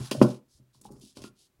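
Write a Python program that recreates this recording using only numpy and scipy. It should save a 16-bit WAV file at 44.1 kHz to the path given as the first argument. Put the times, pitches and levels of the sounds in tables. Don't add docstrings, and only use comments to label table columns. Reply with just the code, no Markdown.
import sys
import numpy as np
from scipy import signal
from scipy.fft import rfft, irfft
from scipy.io import wavfile

SR = 44100
rng = np.random.default_rng(int(sys.argv[2]) if len(sys.argv) > 2 else 0)


def master_out(mix):
    frames = np.transpose(np.atleast_2d(mix))
    ceiling = np.clip(frames, -1, 1)
    pcm = np.round(ceiling * 32767).astype(np.int16)
    wavfile.write(sys.argv[1], SR, pcm)


def attenuation_scalar(level_db):
    decades = np.asarray(level_db, float) / 20
    return 10 ** decades


N = 70560
T = np.arange(N) / SR

# f/Hz, level/dB, t60/s
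TUBE_MODES = [(130, -4, 0.24), (200, -9, 0.098), (274, -3, 0.055), (312, -7.5, .06), (376, 0.5, 0.059),
              (483, -14, 0.098), (610, -5, 0.028), (740, -12, 0.017), (831, -13, 0.064), (1038, 0, 0.016),
              (1241, -18.5, 0.074), (1400, -17, 0.086), (1660, -27, 0.046), (2450, -27, .015)]
# t/s, level/dB
DRAG_LEVEL = [(0, -30), (.1, -77.5), (.2, -52), (.4, -77.5), (.52, -78), (.565, -73.5), (.6, -63),
              (.72, -74.5), (.77, -67), (.85, -56), (.93, -45.5), (1.05, -58), (1.13, -86), (1.18, -40.5),
              (1.29, -62), (1.34, -72), (1.43, -68.5), (1.6, -75)]
RADIATION_HZ = 100


def rms_one(x):
    return x / np.sqrt(np.mean(x ** 2) + 1e-20)


def cut(x, hz, kind, order=2):
    sos = signal.butter(order, np.clip(hz, 10, SR * .45), kind, fs=SR, output="sos")
    return signal.sosfilt(sos, x)


def shaped(x, points):
    hz, db = np.transpose(points)
    bins_hz = np.arange(N // 2 + 1) * SR / N
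    return irfft(rfft(x) * attenuation_scalar(np.interp(np.log(bins_hz + 1), np.log(hz), db)), N)


def coloured(x, points):
    return rms_one(shaped(x, points))


def ring(clicks, hz, t60):
    r, w = attenuation_scalar(-60 / (t60 * SR)), 2 * np.pi * hz / SR
    return signal.lfilter([0, np.sin(w)], [1, -2 * r * np.cos(w), r * r], clicks + 1e-18)


def grains(rate, spread_db):
    sizes = attenuation_scalar(spread_db * np.minimum(rng.exponential(1, N), 5)) * rng.choice([-1, 1], N)
    return rms_one(sizes * (rng.random(N) < rate / SR))


def slides():
    # start t/s, length/s, level/dB, lowest f/Hz, peak at share of length
    strokes = [(-.03, 0.12, -53, 2040, 1), (-.05, .19, -49, 702.6, 0.46), (0.117, 0.29, -50.5, 2040, 0.082),
               (0.121, 0.069, -51.5, 600, 0.62), (0.194, 0.19, -53.5, 1200, .2),
               (0.475, 0.13, -60.5, 4034, 0.56), (.73, 0.089, -63.5, 3500, 0.15),
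               (0.811, 0.015, -48, 6500, .2), (0.83, 0.068, -57.5, 2820, 0.37),
               (0.901, 0.18, -63.5, 4890, 0.082), (1.005, 0.15, -53.5, 3200, 0.1),
               (1.149, 0.063, -52, 2510, 0.44), (1.199, .1, -51, 2400, 0.39),
               (1.347, 0.14, -59.5, 3200, 0.59)]
    # f/Hz, level/dB
    rub_colour = [(400, -3.5), (2500, 1), (5100, 0), (8400, -15.5), (10500, -13.5), (13000, -8.5),
                  (16000, -9.5)]
    # f/Hz, width/Hz, level/dB
    card_modes = [(3500, 190, -16.5), (5140, 300, -23.5), (7255, 1100, 3.5), (9600, 1000, -3),
                  (10400, 1200, 5.5)]
    flicker_db = 1.0
    rubbing = grains(9300, spread_db=3)
    card = np.zeros(N)
    for hz, width_hz, db in card_modes:
        card += attenuation_scalar(db) * rms_one(ring(rubbing, hz, 0.73 / width_hz)) * 0.22
    body = rms_one(coloured(rubbing, rub_colour) + card)
    body = body * attenuation_scalar(flicker_db * rms_one(cut(rng.standard_normal(N), 60, "low")))
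    out = np.zeros(N)
    for start, length, db, low_hz, peak in strokes:
        top = start + np.clip(peak, .05, .95) * length
        rise_fall = np.interp(T, [start, top, start + length], [0, 1, 0])
        swell = np.sin(np.pi / 2 * rise_fall) ** 1.1
        out += attenuation_scalar(db) * swell * cut(body, low_hz, "high", order=5)
    return out


def drag():
    bumps = rms_one(cut(grains(590, spread_db=2.5), 300, "low", order=1))
    pressure = attenuation_scalar(np.interp(T, *np.transpose(DRAG_LEVEL)))
    tubes = np.zeros(N)
    for k, (hz, db, t60) in enumerate(TUBE_MODES):
        push = np.roll(bumps * attenuation_scalar(db), k * 997) * pressure
        tubes += ring(push, hz, t60 * .7) * 0.0054
    rumble = attenuation_scalar(-12.5) * pressure * rms_one(cut(bumps, 90, "low"))
    return cut(tubes, RADIATION_HZ, "high", order=3) + cut(rumble, 180, "low")


def knocks():
    # t/s, level/dB, favoured f/Hz, spread/octaves
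    contacts = [(.001, -30, 130, 0.62), (0.02, -59, 148.7, 0.31), (0.1146, -25, 450, 1.1),
                (0.15, -26, 610, 0.1), (0.152, -32, 238, 0.77), (0.174, -29.5, 130, 0.58),
                (.204, -33, 300, .9), (0.2147, -6, 378, 1.23), (0.2234, -14, 316, 0.37),
                (0.236, -57, 150, 0.37), (.260, -36, 137.3, .8), (.598, -52.5, 138.4, 0.82),
                (0.754, -58, 139.4, 0.66), (.748, -60.5, 972, 0.44), (0.813, -59.5, 200, 1.4),
                (.850, -29, 830, 0.12), (0.851, -38.5, 200, 0.25), (0.9047, -44.5, 278, .7),
                (.89, -50, 850, 0.33), (.914, -45.5, 200, 0.88), (.964, -62.5, 245, 0.82),
                (1.035, -39.5, 236, 0.23), (1.169, -44.5, 430, 1.1), (1.219, -49, 307, 1.54),
                (1.242, -38, 257, 0.49), (1.2429, -33, 1322, 0.22), (1.278, -50, 161, 0.8),
                (1.592, -71.5, 347, 1.6)]
    contact_hz, scatter_db, stagger_s = 1800, 1.5, .0015
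    chatter_db, chatter_t60 = -31, 0.043
    s, db, favoured_hz, octaves = np.transpose(contacts)
    luck = rng.standard_normal((len(s), len(TUBE_MODES)))
    out = np.zeros(N)
    for k, (hz, mode_db, t60) in enumerate(TUBE_MODES):
        delay = stagger_s * (k % 3) * (hz > 450)
        at = ((np.maximum(s, 0) + delay) * SR).astype(int)
        off_pitch_db = 4.8 * (np.log2(hz / favoured_hz) / octaves) ** 2
        clicks = np.zeros(N)
        np.add.at(clicks, at, attenuation_scalar(db + mode_db - off_pitch_db + scatter_db * luck[:, k]))
        rattle = attenuation_scalar(chatter_db - 60 * T[:800] / chatter_t60) * rng.standard_normal(800)
        chatter = np.convolve(clicks, rattle)[:N]
        out += (-1) ** ((k + 1) // 3) * ring(clicks + chatter, hz, t60)
    return cut(cut(out, contact_hz, "low", order=1), RADIATION_HZ, "high", order=3)


def cracks():
    # t/s, level/dB, centre f/Hz, t60/s
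    snaps = [(0.1119, -29, 3520, 0.083), (0.2172, -34, 2400, 0.086), (0.2239, -38.5, 5060, .07),
             (0.302, -54.5, 4700, 0.049), (0.75, -78, 3000, 0.024), (0.8142, -56, 8060, 0.019),
             (0.8458, -60.5, 8000, 0.034), (0.859, -57, 7100, 0.026), (0.914, -64, 8500, .02),
             (0.9212, -56, 9380, 0.012), (0.939, -84, 4530, 0.0084), (0.961, -71.5, 3000, 0.081),
             (0.9984, -57.5, 8280, 0.0047), (1.05, -57.5, 9000, 0.01), (1.171, -43, 4510, 0.016),
             (1.2188, -49, 5150, 0.023), (1.2394, -43, 3300, 0.01)]
    # f/Hz, level/dB, t60/s
    rim_modes = [(2860, 3, 0.0067), (3200, 0.5, 0.011), (4264, -7, 0.023), (4573, 2, 0.0067),
                 (5590, -14.5, 0.034), (8000, -8, 0.0084)]
    half_band = 2 ** (1.006 / 2)
    plain, noise = np.zeros(N), rng.standard_normal(N)
    for s, db, hz, t60 in snaps:
        burst = noise * (T >= s) * attenuation_scalar(-60 * np.maximum(T - s, 0) / t60)
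        plain += attenuation_scalar(db + 11.5) * cut(burst, [hz / half_band, hz * half_band], "band", order=1)
    rims = np.zeros(N)
    for k, (hz, db, t60) in enumerate(rim_modes):
        rims += (-1) ** k * attenuation_scalar(db) * ring(plain, hz, t60)
    return plain + attenuation_scalar(-25.5) * rims


def thumps():
    # t/s, level/dB, f/Hz, t60/s
    blows = [
        (0.549, -55, 70, 0.1),
        (.77, -62.5, 74.4, 0.096),
        (1.585, -61, 69, 0.16),
    ]
    out = np.zeros(N)
    for s, db, hz, t60 in blows:
        click = attenuation_scalar(db) * (np.arange(N) == int(s * SR))
        out += ring(click, hz, t60)
    return cut(out, 180, "low")


def room(x):
    t, noise = T[:SR // 2], rng.standard_normal(SR // 2)
    rise = np.clip(t / 0.005 - 1, 0, 1)
    tail = np.zeros(SR // 2)
    for kind, db, t60 in (("low", -5 - 11, .25), ("high", -9.5, 0.1)):
        band = rise * cut(noise, 2200, kind) * attenuation_scalar(-60 * t / t60)
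        tail += attenuation_scalar(db) * band / np.sqrt(np.sum(band ** 2))
    return signal.fftconvolve(x, tail)[:N]


def quiet_floor():
    # f/Hz, level/dB
    hush_colour = [(18, -34), (30, -8.5), (138, -4), (199, -19), (649, -18), (721, -20.5), (1540, -22),
                   (5740, -27.5), (16000, -29.5)]
    return attenuation_scalar(-76) * coloured(rng.standard_normal(N), hush_colour)


def scene():
    # f/Hz, level/dB
    mic_response = [(1500, 1.5), (2050, -4), (2500, -3), (11300, -2), (11900, -7.5), (16000, -1)]
    near = slides() + drag() + knocks() + cracks() + thumps()
    return (shaped(near + room(near), mic_response) + quiet_floor())[None]


def top_cut(x):
    return signal.sosfilt(signal.butter(12, 16500, fs=SR, output="sos"), x)


def record(dry):
    rolled_off = cut(dry, 35, "high")
    mix = signal.sosfilt(signal.cheby2(12, 50, 16800, fs=SR, output="sos"), rolled_off)
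    return top_cut(mix)


dry = scene()
out = record(dry)
master_out(out)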